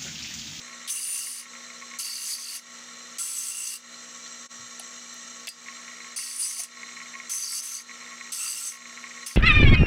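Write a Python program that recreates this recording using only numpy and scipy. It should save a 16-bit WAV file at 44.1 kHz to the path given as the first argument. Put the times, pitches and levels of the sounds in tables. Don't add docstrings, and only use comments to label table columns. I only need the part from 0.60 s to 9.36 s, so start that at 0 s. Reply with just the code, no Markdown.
import sys
import numpy as np
from scipy import signal
from scipy.fft import rfft, irfft, next_fast_len
from scipy.io import wavfile
from scipy.ndimage import uniform_filter1d, minimum_filter1d

SR = 44100
rng = np.random.default_rng(int(sys.argv[2]) if len(sys.argv) > 2 else 0)


def persist_wave(psi):
    counts = np.round(np.clip(psi, -1, 1) * 32767).astype(np.int16)
    wavfile.write(sys.argv[1], SR, np.atleast_2d(counts).T)


N = 386316

IDLE_HZ, TURN_HZ = 59.8, 59.17
# (frequency [Hz], level [dB])
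HUM = [(120, -80.5), (174, -73.5), (240, -59), (480, -69.5), (538.3, -70), (660, -71), (855, -79),
       (901, -78.5), (1090, -81), (1106, -73), (1200, -74), (1262, -76), (1346, -65), (1900, -65.5),
       (2939, -67.5), (4062, -67), (4107, -63.5), (5421, -66), (5705, -63.5), (6503, -68), (6530, -72),
       (6562, -79), (7402, -74)]
# (frequency [Hz], pole width [Hz], level [dB])
HOUSING = [(1107, 25.6, -58.5), (1327, 220, -57), (1893, 290, -53), (2304, 69, -59.5), (2930, 540, -59.5),
           (3664, 95, -57.5), (4084, 210, -53), (5510, 160, -59.5), (5890, 380, -51.5), (6570, 680, -51.5),
           (7443, 140, -55), (7670, 73, -57.5)]
# (frequency [Hz], spectrum level [dB])
RUSH = [(30, -30), (80, -13.5), (140, -9), (180, -2.5), (560, -1), (780, -6), (1500, 2.5), (3200, 3),
        (5000, 2.5), (7000, 3.5), (8400, -1), (9600, -9.5), (11500, -14.5), (16000, -23)]
# (from [s], to [s], gain [dB])
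UNCOVERED = (3.4, 4.8, 2.6)
SHIELD_HZ = 5000
# (from [s], to [s], strength of rattle [dB])
RESTS = [(0, .85, -35.5), (.85, 2.0, -33.5), (2.0, 3.34, -42.5), (5.057, 6.15, -34), (6.15, 8.8, -33)]
# (hops [per s], level [dB])
HOPS = [(74.95, -2.5), (16.02, 2.5)]
# (time [s], level [dB])
KNOCKS = [(0.9524, -34.5), (1.1025, -33), (1.222, -32.5), (1.338, -32.5), (5.0842, -28), (5.404, -32),
          (5.5879, -23.5), (5.911, -29), (6.2314, -27), (6.3674, -32), (6.4157, -32.5), (6.5529, -27.5),
          (6.6007, -27), (6.735, -26), (7.2945, -29.5), (7.6105, -27), (8.121, -27.5), (8.2556, -31.5),
          (8.4406, -27), (8.576, -32.5)]
# (frequency [Hz], level [dB], t60 [s])
TABLE_MODES = [(1096.7, -11.5, 0.15), (1375, -19, 0.11), (1935, 0.5, 0.036), (2175, 13.5, 0.011),
               (2374, 3, 0.01), (2600, -10, 0.0073)]
DRIVEN_DB = 4
# (start [s], end [s], release [s], base bite: low rasp over high rasp [dB])
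PASSES = [(0.274, 0.849, 0.048, -5.5), (1.386, 2.001, 0.035, -0.5), (2.582, 3.184, 0.023, -5),
          (5.56, 6.068, 0.028, -4), (6.693, 7.23, 0.064, -3), (7.718, 8.178, 0.077, -3.5),
          (8.66, 8.8, 0.034, -3)]
# (time [s], level [dB])
PRESSURE = [
    [(0.28, -35), (0.292, -35), (0.304, -27.5), (0.404, -34.5), (0.584, -31), (0.796, -41), (0.81, -42.5)],
    [(1.395, -30.5), (1.435, -39), (1.447, -35.5), (1.589, -40), (1.705, -32.5), (1.749, -37), (1.775, -44),
     (1.97, -37)],
    [(2.59, -30.5), (2.726, -34.5), (2.886, -31), (2.92, -36.5), (3.14, -33), (3.15, -37)],
    [(5.57, -31.5), (5.594, -34), (5.786, -37.5), (5.804, -28.5), (5.966, -37), (6.004, -28.5),
     (6.028, -40), (6.035, -36.5)],
    [(6.7, -33), (6.84, -37), (6.866, -39.5), (6.97, -32.5), (7.002, -35.5), (7.018, -48), (7.034, -35.5),
     (7.17, -39.5)],
    [(7.73, -31), (7.77, -34.5), (7.84, -31.5), (7.97, -35.5), (7.978, -32.5), (8.044, -38), (8.068, -33),
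     (8.11, -40.5)],
    [(8.665, -35), (8.671, -33), (8.697, -45), (8.723, -47), (8.733, -52), (8.755, -50)],
]
# (frequency [Hz], spectrum level [dB])
RASP = [(50, -37), (300, -19.5), (800, -20.5), (1100, -6), (1550, -11.5), (2000, -5), (3800, -4.5),
        (5200, 0.5), (7000, -2), (8800, 1), (11000, -7), (12200, -11), (13800, -11), (15700, -15)]
# (frequency [Hz], pole width [Hz])
WOOD = [(1350, 66), (2780, 200), (4650, 590), (6170, 740), (7950, 430), (9400, 880), (10650, 1300)]
# (level of each main mode against the rasp [dB], ...)
EDGES = [(-29, -10, -6, -4, -15, -5, -12), (-23, -12, -2, -5, -15, -27, -12),
         (-19.5, -14, -9, -2.5, -3.5, -14.5, -19), (-26, -13.5, -6, -3.5, -6, -1, -13.5),
         (-20, -17, -11, 1.5, -6, -19.5, -6), (-19.5, -13.5, -11.5, -4, -4, -22, -17),
         (-18, -16, -8.5, -7, -23, -20, -15)]
# (frequency [Hz], pole width [Hz], level against the rasp [dB])
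FAINT_MODES = [(3330, 410, -19.5), (5420, 150, -12), (6170, 70, -10), (8920, 320, -15.5),
               (10000, 280, -14.5), (10500, 210, -16), (12470, 160, -21.5), (14240, 260, -25)]
ATTACK_S, RELEASE_DB = 0.0042, -19
LANDING_BITE_DB, LANDING_S, LIGHT_BITE, FIRM_DB = 4.5, 0.023, 0.43, -35.5
# (start [s], length [s], frequency [Hz], pole width [Hz], level [dB])
SQUEALS = [(0.274, 0.033, 3340, 1700, -29), (0.406, .15, 9370, 300, -30), (0.498, 0.073, 2740, 150, -42.5),
           (1.412, 0.17, 4600, 330, -33.5), (1.643, .1, 6460, 900, -32), (1.871, 0.11, 4440, 330, -40),
           (1.861, .1, 2830, 300, -44), (2.589, 0.12, 7750, 220, -35), (2.868, 0.32, 2764, 99, -39.5),
           (5.823, 0.042, 4860, 220, -27), (6.7, 0.161, 6140, 220, -25.5), (6.805, 0.21, 4670, 340, -30.5),
           (6.825, 0.195, 5440, 500, -34), (6.97, 0.21, 6100, 180, -34.5), (7.145, 0.064, 4640, 340, -37),
           (7.8, 0.1, 1330, 110, -40), (7.779, 0.12, 2710, 260, -37.5), (7.847, 0.12, 4740, 300, -33.5)]
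# (time [s], level [dB], centre [Hz], width [octaves], t60 [s])
CLICKS = [(.729, -17, 8000, 0.49, .01), (3.664, -34, 3870, 0.41, 0.034), (4.1963, -24, 9100, 0.32, 0.013),
          (4.197, -30, 3530, 0.64, .024), (4.542, -40, 10500, .7, .011), (4.871, -17.5, 4000, 1.9, .045),
          (4.8798, -11.5, 2760, 0.85, 0.02), (4.888, -14.5, 7400, 0.89, .036), (5.085, -36, 2600, .9, .015),
          (5.763, -22, 8000, 0.55, .0092), (6.0354, -16, 7040, 0.59, .03)]
# (frequency [Hz], level [dB], t60 [s])
PIECE = [(2650, -11, 0.056), (4480, -12, 0.12), (4890, -12.5, 0.13), (8150, -13, 0.054)]
# (time [s], level [dB], centre [Hz], t60 [s])
BUMPS = [(3.99, -54, 119.5, 0.2), (4.197, -41, 740, .06), (4.872, -41, 674, 0.067), (5.99, -41, 690, 0.11),
         (5.995, -57, 110, .12)]
BUMP_OCTAVES, BUMP_RING_DB = 0.3, 0
# (time [s], level [dB])
DIP = [(3.862, 0.5), (3.875, -13), (3.882, -25), (3.893, -12), (3.915, 0.5)]
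CEILING = .118
EDGE_HZ = 15850


def gain_of(db):
    return np.exp(np.asarray(db) * (np.log(10) / 20))


def evened(x):
    return x / np.sqrt(np.mean(x ** 2) + 1e-20)


def follow(rows):
    return np.interp(np.arange(N) / SR, *np.transpose(rows))


def during(start, end):
    t = np.arange(N) / SR
    return (t >= start) & (t < end)


def add(mix, s, sound):
    part = mix[max(round(s * SR), 0):][:len(sound)]
    part += sound[:len(part)]


def colour(x, points):
    hz, db = np.transpose(points)
    size = next_fast_len(len(x))
    bins = np.fft.rfftfreq(size, 1 / SR)
    response = gain_of(np.interp(np.log(bins + 1), np.log(hz), db))
    return irfft(rfft(x, size) * response, size)[:len(x)]


def resonate(x, hz, width):
    pole = np.exp((2j * hz - width) * np.pi / SR)
    return evened(signal.lfilter([1, -1], np.poly([pole, pole]), x).real)


def drift(size, rate):
    knots = rng.standard_normal(size // 64 + 2)
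    lowpass = signal.butter(2, rate, fs=SR / 64, output="sos")
    slow = evened(signal.sosfilt(lowpass, knots))
    return np.interp(np.arange(size) / 64, np.arange(len(slow)), slow)


def wobble(turns, depth_db, count=256):
    angle = np.arange(count) / count
    shape = sum(np.cos(2 * np.pi * (k * angle + rng.random())) / k for k in range(1, 5))
    return gain_of(depth_db * evened(shape))[(turns % 1 * count).astype(int)]


def motor(waver_db=3.0, speed_wander=0.001182, throb_db=1.0, rush_db=-51, orders_db=-77):
    t = np.arange(N) / SR
    bent = t + np.cumsum(speed_wander * drift(N, 5.23)) / SR

    hum = np.zeros(N)
    for hz, db in HUM:
        waver = waver_db * min(hz / 500, 1.5) * drift(N, 25.5)
        hum += gain_of(db + waver) * np.sin(2 * np.pi * (hz * bent + rng.random()))
    orders = sum(np.sin(2 * np.pi * (k * IDLE_HZ * bent + rng.random())) for k in range(5, 24))

    away, back, open_db = UNCOVERED
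    uncovered = gain_of(open_db * uniform_filter1d(during(away, back) * 1., size=4000))
    bearings = np.zeros(N)
    for hz, width, db in HOUSING:
        shield = uncovered if hz > SHIELD_HZ else 1
        bearings += gain_of(db) * shield * resonate(rng.standard_normal(N), hz, width)
    bearings *= wobble(IDLE_HZ * t, throb_db) * gain_of(0.87 * drift(N, 24))

    rush = gain_of(rush_db) * evened(colour(rng.standard_normal(N), RUSH))
    tones = np.sqrt(2) * (hum + gain_of(orders_db) * orders)
    return tones + gain_of(-2.0) * bearings + rush


def rattle(knock_db=1.0, uneven_db=1.1, soft_s=0.0014):
    t = np.arange(SR // 6) / SR
    ring = sum(gain_of(db - 60 * t / t60) * np.sin(2 * np.pi * hz * t) for hz, db, t60 in TABLE_MODES)
    ring *= 1 - np.exp(-t / soft_s)

    pressed = sum(during(start, end) for start, end, *_ in PASSES)
    resting = sum(gain_of(db) * during(start, end) for start, end, db in RESTS)
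    shaking = resting * gain_of(DRIVEN_DB * pressed + uneven_db * drift(N, 12.4))

    blows = np.zeros(N)
    for per_s, db in HOPS:
        hops = np.cumsum(rng.uniform(.45, 1.55, size=2000)) * SR / per_s
        hops = hops[hops < N].astype(int)
        blows[hops] += rng.uniform(-1.03, 1, len(hops)) * gain_of(db) * shaking[hops]
    for s, db in KNOCKS:
        add(blows, s, gain_of([db + knock_db]))
    return signal.oaconvolve(blows, ring / abs(ring).max())[:N]


def grit(size, per_s, spread_db):
    strength = gain_of(spread_db * np.minimum(rng.exponential(1, size), 4))
    struck = rng.random(size) < per_s / SR
    return evened(rng.standard_normal(size) * strength * struck)


def stroke(start, end, release, bite_db, pressure, edge, repeat=0.35, slip=.002, ring_wobble_db=3,
           rasp_wobble_db=0.5, flutter_db=0.5, sway_db=3.0, ring_db=1.5, level_db=7.5):
    t = np.arange(start, end, 1 / SR)
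    size, share = len(t), np.clip(repeat, 0, 1)
    turns = np.cumsum(TURN_HZ * (1 + slip * drift(size, 8))) / SR

    track = grit(round(SR / TURN_HZ), 22000, 3.4)
    repeated = track[(turns % 1 * len(track)).astype(int)]
    drive = np.sqrt(share) * repeated + np.sqrt(1 - share) * grit(size, 12000, 2.1)
    drive *= gain_of(flutter_db * drift(size, 55))
    sound = evened(colour(drive * wobble(turns, rasp_wobble_db), RASP))

    modes = [(hz, width, db) for (hz, width), db in zip(WOOD, edge)] + list(FAINT_MODES)
    for hz, width, db in modes:
        feed = np.roll(drive, rng.integers(size)) * wobble(turns, ring_wobble_db)
        sway = sway_db * drift(size, 7.8)
        sound += gain_of(db + ring_db + sway) * resonate(feed, hz, width)

    drawn_away = np.clip(1 - (end - t) / release, 0, 1)
    force_db = np.interp(t, *np.transpose(pressure)) + RELEASE_DB * drawn_away
    landing = LANDING_BITE_DB * np.exp((start - t) / LANDING_S)
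    bite = bite_db + landing + LIGHT_BITE * (FIRM_DB - force_db)
    low = signal.sosfiltfilt(signal.butter(6, 7000, fs=SR, output="sos"), sound)
    sound = evened(sound - low) + gain_of(bite) * evened(low)
    touch = np.clip(np.minimum(t - start, end - t) / ATTACK_S, 0, 1)
    return start, gain_of(level_db + force_db) * sound * touch


def squeal(length, hz, width, db, throb_db=3):
    t = np.arange(0, length, 1 / SR)
    ring = resonate(rng.standard_normal(len(t)), hz, width) * wobble(TURN_HZ * t, throb_db)
    return gain_of(db) * evened(ring) * signal.windows.tukey(len(t), .3)


def blow(db, hz, t60, octaves, modes=()):
    t = np.arange(SR // 4) / SR

    def reach(f):
        return 1 / (1 + (np.log2((f + 1) / hz) / octaves) ** 2) ** 2

    spectrum = rfft(rng.standard_normal(len(t))) * reach(np.fft.rfftfreq(len(t), 1 / SR))
    burst = irfft(spectrum, len(t)) * gain_of(-60 * t / t60)
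    ring = sum(reach(f) * gain_of(level - 60 * t / decay) * np.sin(2 * np.pi * f * t)
               for f, level, decay in modes)
    onset = 1 - np.exp(-t * hz)
    return gain_of(db) * (burst / abs(burst).max() + ring) * onset


def workshop(x, t60=0.14, wet_db=-13):
    t = np.arange(SR // 3) / SR
    echoes = rng.standard_normal(len(t)) * (rng.random(len(t)) < 2000 / SR)
    tail = echoes * (t > .002) * gain_of(-60 * t / t60)
    return x + gain_of(wet_db) * signal.oaconvolve(x, tail / np.linalg.norm(tail))[:N]


def scene():
    wood = rattle()
    for row, pressure, edge in zip(PASSES, PRESSURE, EDGES):
        add(wood, *stroke(*row, pressure, edge))
    for s, *ring in SQUEALS:
        add(wood, s, squeal(*ring))
    for s, db, hz, octaves, t60 in CLICKS:
        add(wood, s, blow(db, hz, t60, octaves, PIECE))
    for s, db, hz, t60 in BUMPS:
        add(wood, s, blow(db, hz, t60, BUMP_OCTAVES, [(hz, BUMP_RING_DB, t60)]))
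    return (motor() + workshop(wood))[None] * gain_of(follow(DIP))


def record(dry, threshold_db=-37, most_db=9, recover_db_per_s=55, hold_s=0.0054):
    power_db = 10 * np.log10(abs(uniform_filter1d(dry[0] ** 2, size=600)) + 1e-12)
    over_db = np.clip(power_db - threshold_db, 0, most_db)
    half = max(round(hold_s * SR / 2), 1)
    held_db = -minimum_filter1d(-over_db, 2 * half + 1, origin=half)
    fall = np.arange(N) * recover_db_per_s / SR
    reduction_db = np.maximum.accumulate(held_db + fall) - fall
    ducked = dry[0] / gain_of(uniform_filter1d(reduction_db, size=200))

    headroom = CEILING / np.maximum(abs(ducked), CEILING)
    limited = ducked * uniform_filter1d(minimum_filter1d(headroom, size=65), size=65)
    band_limit = signal.firwin(511, EDGE_HZ, window=("kaiser", 9), fs=SR)
    return signal.oaconvolve(limited, band_limit, "same")[None]


dry = scene()
out = record(dry)
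persist_wave(out)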